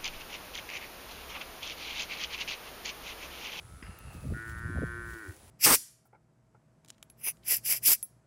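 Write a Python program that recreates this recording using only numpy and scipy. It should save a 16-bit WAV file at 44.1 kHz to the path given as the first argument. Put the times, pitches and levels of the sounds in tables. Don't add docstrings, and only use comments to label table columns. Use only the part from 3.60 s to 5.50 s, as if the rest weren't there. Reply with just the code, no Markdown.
import sys
import numpy as np
from scipy import signal
from scipy.fft import rfft, irfft, next_fast_len
from scipy.io import wavfile
from scipy.ndimage import uniform_filter1d, map_coordinates

SR = 44100
rng = np.random.default_rng(int(sys.argv[2]) if len(sys.argv) > 2 else 0)


def makeup_ratio(level_db):
    decades = np.asarray(level_db, float) / 20
    return 10 ** decades


def unload_wav(signal):
    wavfile.write(
        sys.argv[1],
        SR,
        np.round(np.clip(np.atleast_2d(signal).T, -1, 1) * 32767).astype(np.int16),
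    )


N = 83790


def unit(x):
    return x / np.sqrt(np.mean(x ** 2) + 1e-20)


def clock():
    return np.arange(N) / SR


def wobble(rate_hz):
    knots = rng.standard_normal(int(N * rate_hz / SR) + 4)
    return map_coordinates(knots, [clock() * rate_hz])


def filtered(x, response):
    m = next_fast_len(N + SR // 2)
    return irfft(rfft(x, m) * response(np.fft.rfftfreq(m, 1 / SR)), m)[:N]


def resonant(x, peaks):
    def response(f):
        total = 0
        for k, (hz, width_hz, db) in enumerate(peaks):
            band = 1j * f * width_hz
            total = total + (-1) ** k * makeup_ratio(db) * band / (hz * hz - f * f + band)
        return total
    return filtered(x, response)


def twice(x, hz, width_hz):
    once = resonant(x, [(hz, width_hz, 0)])
    return resonant(once, [(hz, width_hz, 0)])


def notched(x, hz, width_hz):
    depth = 0.75
    return x - depth * resonant(x, [(hz, width_hz, 0)])


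def rush(spectrum):
    hz, db = np.transpose(spectrum)

    def response(f):
        return makeup_ratio(np.interp(np.log(f + 1), np.log(hz), db, -120, -120))
    return unit(filtered(rng.standard_normal(N), response))


def even(x, span_s):
    power = np.abs(uniform_filter1d(x ** 2, round(span_s * SR)))
    return unit(x / np.sqrt(power + 0.045))


def field():
    # (frequency [Hz], density [dB])
    air_spectrum = [(120, -79), (200, -0.5), (268, 1.5), (968, -5.5), (1320, -8.5), (1840, -11),
                    (5420, -15.5), (10100, -14), (16000, -27)]
    air_db, insect_db = -60, -66
    insect_hz, insect_width_hz = 10130, 510
    chorus = filtered(rng.standard_normal(N),
                      lambda f: np.exp(-0.5 * ((f - insect_hz) / insect_width_hz) ** 2))
    air = makeup_ratio(air_db + 0.17 * wobble(1.2)) * rush(air_spectrum)
    return air + makeup_ratio(insect_db + 0.73 * wobble(34.64)) * unit(chorus)


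def grass():
    # (time [s], rise [s], fall [s], level [dB])
    rustles = [(0.552, 0.044, 0.032, -61), (.615, 0.016, 0.096, -64.5), (.79, 0.1, 0.12, -67.5),
               (.897, 0.03, 0.032, -59), (.985, 0.012, 0.014, -63.5), (1.27, 0.04, 0.025, -71),
               (1.497, 0.036, 0.089, -64), (1.6, 0.15, 0.14, -66), (1.72, 0.071, 0.1, -65.5),
               (1.9, 0.059, .03, -66)]
    # (frequency [Hz], density [dB])
    grass_spectrum = [(2000, 2.5), (4000, -2), (8000, 1), (12000, -3.5), (16000, 1.5)]
    # (time [s], peak [dB], centre [Hz], width [Hz])
    ticks = [
        (.3886, -35, 15300, 1500),
        (.3896, -38, 15000, 1500),
        (.3886, -45, 6000, 9000),
        (.389, -46, 3500, 1200),
        (.267, -46, 2050, 200),
        (.566, -52, 4000, 2000),
        (.684, -54, 4500, 2500),
        (.95, -48, 1000, 150),
        (.983, -50, 5000, 6000),
        (1.32, -54, 14000, 1500),
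    ]
    tick_t60_s = 0.002
    t = clock()
    swish = 0
    for at, rise_s, fall_s, db in rustles:
        swish = swish + makeup_ratio(db) * np.exp(-((t - at) / np.where(t < at, rise_s, fall_s)) ** 2)
    x = swish * unit(makeup_ratio(2.7 * wobble(300)) * rush(grass_spectrum))
    for at, peak_db, hz, width_hz in ticks:
        decay = (t > at) * makeup_ratio(-60 * np.abs(t - at) / tick_t60_s)
        tick = resonant(decay * rng.standard_normal(N), [(hz, width_hz, 0)])
        x += makeup_ratio(peak_db) * tick / np.abs(tick).max()
    return x


def snort():
    # (frequency [Hz], density [dB])
    snout_spectrum = [(500, -20), (1300, 1), (2050, 4), (2400, 0.5), (2850, 0.5), (3500, -24), (4200, -30),
                      (4900, -3), (5800, -22)]
    # (time [s], level [dB], length [s])
    flaps = [
        (0.225, -57, .002),
        (.228, -45.5, 0.0025),
        (0.235, -62, .004),
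        (.249, -59, 0.0043),
        (0.261, -63, .004),
        (0.267, -59, .006),
        (0.276, -66, .004),
        (0.308, -66, .005),
    ]
    # (time [s], level [dB])
    sigh_track = [(.22, -92), (.24, -63), (.35, -62.5), (.55, -60), (.64, -62), (.7, -67.5), (0.739, -64)]
    # (centre [Hz], width [Hz], level [dB])
    nostril_peaks = [(600, 700, -3), (1900, 600, -12), (4200, 500, -18)]
    snort_s, rise_s, snort_db, snort_t60_s = 0.2235, 0.0057, -58, 1
    whistle_from_hz, whistle_to_hz, whistle_width_hz, whistle_db = 2740, 2590, 150, -3.5

    t = clock()
    since = t - snort_s
    decay_db = snort_db - 60 * np.abs(since) / snort_t60_s
    puff = np.clip(since / rise_s, 0, 1) * makeup_ratio(decay_db + 2.5 * wobble(124.0))
    for at, db, length_s in flaps:
        puff += makeup_ratio(db) * np.exp(-8 * ((t - at) / length_s / 2) ** 2)

    s, db = np.transpose(sigh_track)
    sigh = makeup_ratio(np.interp(t, s, db, -120, -120) + 1.8 * wobble(78.4))
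    fade = np.interp(t, s[[0, -1]], [0, np.pi / 2])
    high = unit(twice(rng.standard_normal(N), whistle_from_hz, whistle_width_hz))
    low = unit(twice(rng.standard_normal(N), whistle_to_hz, whistle_width_hz))
    whistle = makeup_ratio(whistle_db) * even(high * np.cos(fade) + low * np.sin(fade), 0.035)
    breath = unit(resonant(rush([(300, 0), (5000, 0)]), nostril_peaks))
    return puff * even(rush(snout_spectrum), 0.016) + sigh * (breath + whistle)


def wind():
    # (time [s], strength [dB])
    gust_track = [(0, -55), (.17, -51.5), (.205, -60), (.3, -44), (.354, -60.5), (.49, -43.5), (.528, -53),
                  (0.563, -42.5), (.608, -48.5), (.69, -36.5), (0.743, -36), (.824, -53.5), (.89, -41.5),
                  (1.15, -42.5), (1.3, -44), (1.53, -45), (1.6, -63.5), (1.9, -58.5)]
    # (frequency [Hz], density [dB])
    rumble_spectrum = [(13, -52), (22, -15), (48, 4), (86, 4), (168, -7.5), (300, -35), (390, -100),
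                       (660, -120)]
    # (frequency [Hz], density [dB])
    flutter_spectrum = [(60, -4), (150, 6), (250, -2.5), (500, -14), (800, -19)]
    # (time [s], length [s], level [dB], top [Hz])
    slaps = [(0.14, 0.066, -51.5, 170), (0.25, 0.04, -44.5, 102), (0.292, 0.035, -49, 200),
             (0.548, 0.022, -52, 452), (0.665, 0.06, -41.5, 266), (1.186, 0.029, -35.5, 224),
             (1.243, 0.037, -34, 176), (0.142, 0.023, -61, 89), (0.964, 0.021, -39.5, 107),
             (1.057, 0.075, -36, 191.6), (1.099, 0.031, -40, 335), (1.166, 0.02, -35.5, 303),
             (0.72, 0.064, -38, 206), (1.211, 0.019, -34.5, 250), (1.228, 0.051, -40, 220),
             (1.363, 0.026, -46, 100), (1.53, 0.023, -42.5, 112), (0.647, 0.033, -50.5, 574),
             (1.12, 0.036, -44, 203)]
    # (frequency over top [1], density [dB])
    slap_shape = [(.25, -14), (.5, 0), (1, -3), (1.4, -30)]
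    # (time [s], peak [dB], swing [Hz], length [s])
    jabs = [(0.2276, -37.5, 224, 0.0056), (.552, -43.5, 170, 0.013), (.567, -38, 72, 0.035),
            (.7, -33.5, 104, 0.028), (0.051, -50, 100, 0.031), (.7237, -31, 350, 0.005),
            (0.7684, -35.5, 255, 0.0067), (1.152, -31.5, 196, 0.011), (1.16, -41.5, 590, 0.0043),
            (1.175, -37.5, 665, 0.0054), (1.187, -31, 433, 0.0044), (1.195, -31.5, 228, 0.01),
            (1.2217, -28, 434, 0.0046), (1.231, -25, 263, 0.0071), (1.2342, -30.5, 480, .0055),
            (1.2385, -26, 380, 0.0039), (1.534, -49, 370, 0.017), (1.175, -26.5, 74, 0.029),
            (1.698, -36, 92.8, 0.039), (0.669, -32, 126, 0.019)]
    flutter_db, flutter_growth = -7.5, 1.47

    t = clock()
    s, db = np.transpose(gust_track)
    gust_db = np.interp(t, s, db)
    x = makeup_ratio(gust_db) * unit(makeup_ratio(1.5 * wobble(25)) * even(rush(rumble_spectrum), 0.04))
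    flutter_track_db = db.max() + flutter_growth * (gust_db - db.max()) + flutter_db
    x += makeup_ratio(flutter_track_db) * unit(makeup_ratio(3 * wobble(40)) * rush(flutter_spectrum))
    for at, length_s, slap_db, top_hz in slaps:
        window = np.exp(-2 * ((t - at) / length_s * 2) ** 2)
        puff = window * rush(np.array(slap_shape) * [top_hz, 1])
        x += makeup_ratio(slap_db) * puff * np.linalg.norm(window) / np.linalg.norm(puff)
    for at, peak_db, swing_hz, length_s in jabs:
        window = np.exp(-8 * ((t - at) / length_s) ** 2)
        x -= makeup_ratio(peak_db) * window * np.cos(2 * np.pi * swing_hz * (t - at))
    return x


def moo():
    # (time [s], pulse rate [Hz], effort [dB])
    glottis_track = [(0, 84, -51.5), (0.081, 85.7, -47.5), (0.247, 92, -42.5), (0.405, 100.1, -44),
                     (0.575, 104.4, -46), (0.717, 109.4, -49), (0.785, 112.3, -43.5), (.93, 114.3, -45),
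                     (1.064, 116.5, -42.5), (1.25, 117.9, -41), (1.399, 117.3, -40.5), (1.512, 116, -41),
                     (1.588, 111.5, -44), (1.625, 106, -41.5), (1.665, 94.6, -45), (1.71, 73.95, -51.5),
                     (1.735, 65.78, -58.5), (1.757, 64.38, -69)]
    # (centre [Hz], width [Hz], level [dB])
    nose_peaks = [(1315, 83, -6), (2300, 150, -28)]
    nose_late_peaks = [(1233, 35, 5.5), (2300, 200, -23)]
    mouth_early_peaks = [(990, 430, -16), (1445, 78, 5.5), (1860, 78, -1.5), (2270, 124, -18.5)]
    mouth_mid_peaks = [(980, 175, -5), (1453, 91, 6.5), (1860, 97, -2), (2250, 150, -19.5)]
    mouth_late_peaks = [(1007, 155, -10.5), (1480, 94, 3.5), (1866, 190, -7), (2306, 98, -19),
                        (2970, 83, -38), (3295, 49, -31.5)]
    mouth_closing_peaks = [(930, 290, -14), (1490, 68, -0.5), (1886, 71, -5), (2360, 160, -23.5)]
    # (time [s], level over the mouth [dB])
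    throat_track = [(.75, -18), (.8, -1), (.93, -4.5), (.965, -17.5), (1.01, -4.5), (1.13, -1.5),
                    (1.2, -9.5), (1.33, -2.5), (1.47, -1.5), (1.525, -9), (1.557, 2), (1.6, -5),
                    (1.68, 5.5), (1.72, 1.5)]
    throat_hz, throat_width_hz = 339.3, 120
    last_pulse_s, open_s, opening_s = 1.751, 0.727, 0.014
    jitter, shimmer_db, breath_db = 0.0008, 0.3, -32
    creak_rougher, creak_breath_db = 3, 11
    lip_hz = 863

    t = clock()
    s, hz, db = np.transpose(glottis_track)
    creak = np.interp(t, (1.58, 1.68), [0, 1])
    rougher = 1 + creak_rougher * creak
    rate_hz = uniform_filter1d(np.interp(t, s, hz), size=900) * (1 + jitter * rougher * wobble(60.17))
    cycles = np.cumsum(rate_hz) / SR
    cycles -= cycles[round(last_pulse_s * SR)]
    harmonic = np.arange(1, 46)[:, None]
    pulses = unit(np.cos(2 * np.pi * harmonic * cycles).sum(axis=0))
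    breath = unit(rng.standard_normal(N) * (1 + np.cos(2 * np.pi * cycles)))
    effort = makeup_ratio(np.interp(t, s, db) + shimmer_db * rougher * wobble(83))
    source = (pulses + makeup_ratio(breath_db + creak_breath_db * creak) * breath * 2) * effort
    source = source * (cycles < 0.5)

    mouth = np.clip((t - open_s) / opening_s, 0, 1)
    widen_s = (0.78, 0.953, 1.09)
    mid = np.interp(t, widen_s, [0, 1, 0])
    late = np.interp(t, widen_s, [0, 0, 1])
    closing = np.interp(t, (1.3, 1.75), [0, 1])
    sag = np.interp(t, (0.39, 0.74), [0, 1])

    hum = resonant(source * (1 - sag), nose_peaks)
    hum += resonant(source * sag * (1 - mouth), nose_late_peaks)
    half_open = resonant(source * mouth * (1 - mid - late), mouth_early_peaks)
    half_open += resonant(source * mid, mouth_mid_peaks)
    wide = resonant(source * late * (1 - closing), mouth_late_peaks)
    wide += resonant(source * closing, mouth_closing_peaks)
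    voice = makeup_ratio(-5.5) * hum + notched(half_open, 1070, 160) + notched(wide, 2040, 200)
    lips = filtered(voice, lambda f: (1j * f / (lip_hz + 1j * f)) ** 4)

    throat_db = np.interp(t, *np.transpose(throat_track)) + 1.5 * wobble(25)
    throat = twice(source * mouth * makeup_ratio(throat_db), throat_hz, throat_width_hz)
    throat = resonant(throat, [(throat_hz, throat_width_hz, 0)])
    return makeup_ratio(9.5) * (makeup_ratio(5.5) * lips + throat)


def scattered(x):
    echo_db, echo_t60_s, echo_delay_s = -15, 0.16, 0.006
    t = np.arange(SR // 5) / SR
    tail = (t > echo_delay_s) * makeup_ratio(-60 * t / echo_t60_s) * rng.standard_normal(len(t))
    return x + makeup_ratio(echo_db) * signal.fftconvolve(x, tail / np.linalg.norm(tail))[:N]


def scene():
    around = field() + grass() + snort() + wind()
    return (around + scattered(moo()))[None]


def top_cut(x):
    return signal.sosfilt(signal.butter(12, 16810, fs=SR, output="sos"), x)


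def record(dry):
    low_cut_hz, top_hz, ceiling = 46, 15800, 0.16
    x = filtered(dry[0], lambda f: (f < top_hz) * f ** 3 / np.sqrt(f ** 6 + low_cut_hz ** 6))
    x = x / (1 + np.abs(x / ceiling) ** 4) ** 0.25
    return top_cut(x[None])


dry = scene()
out = record(dry)
unload_wav(out)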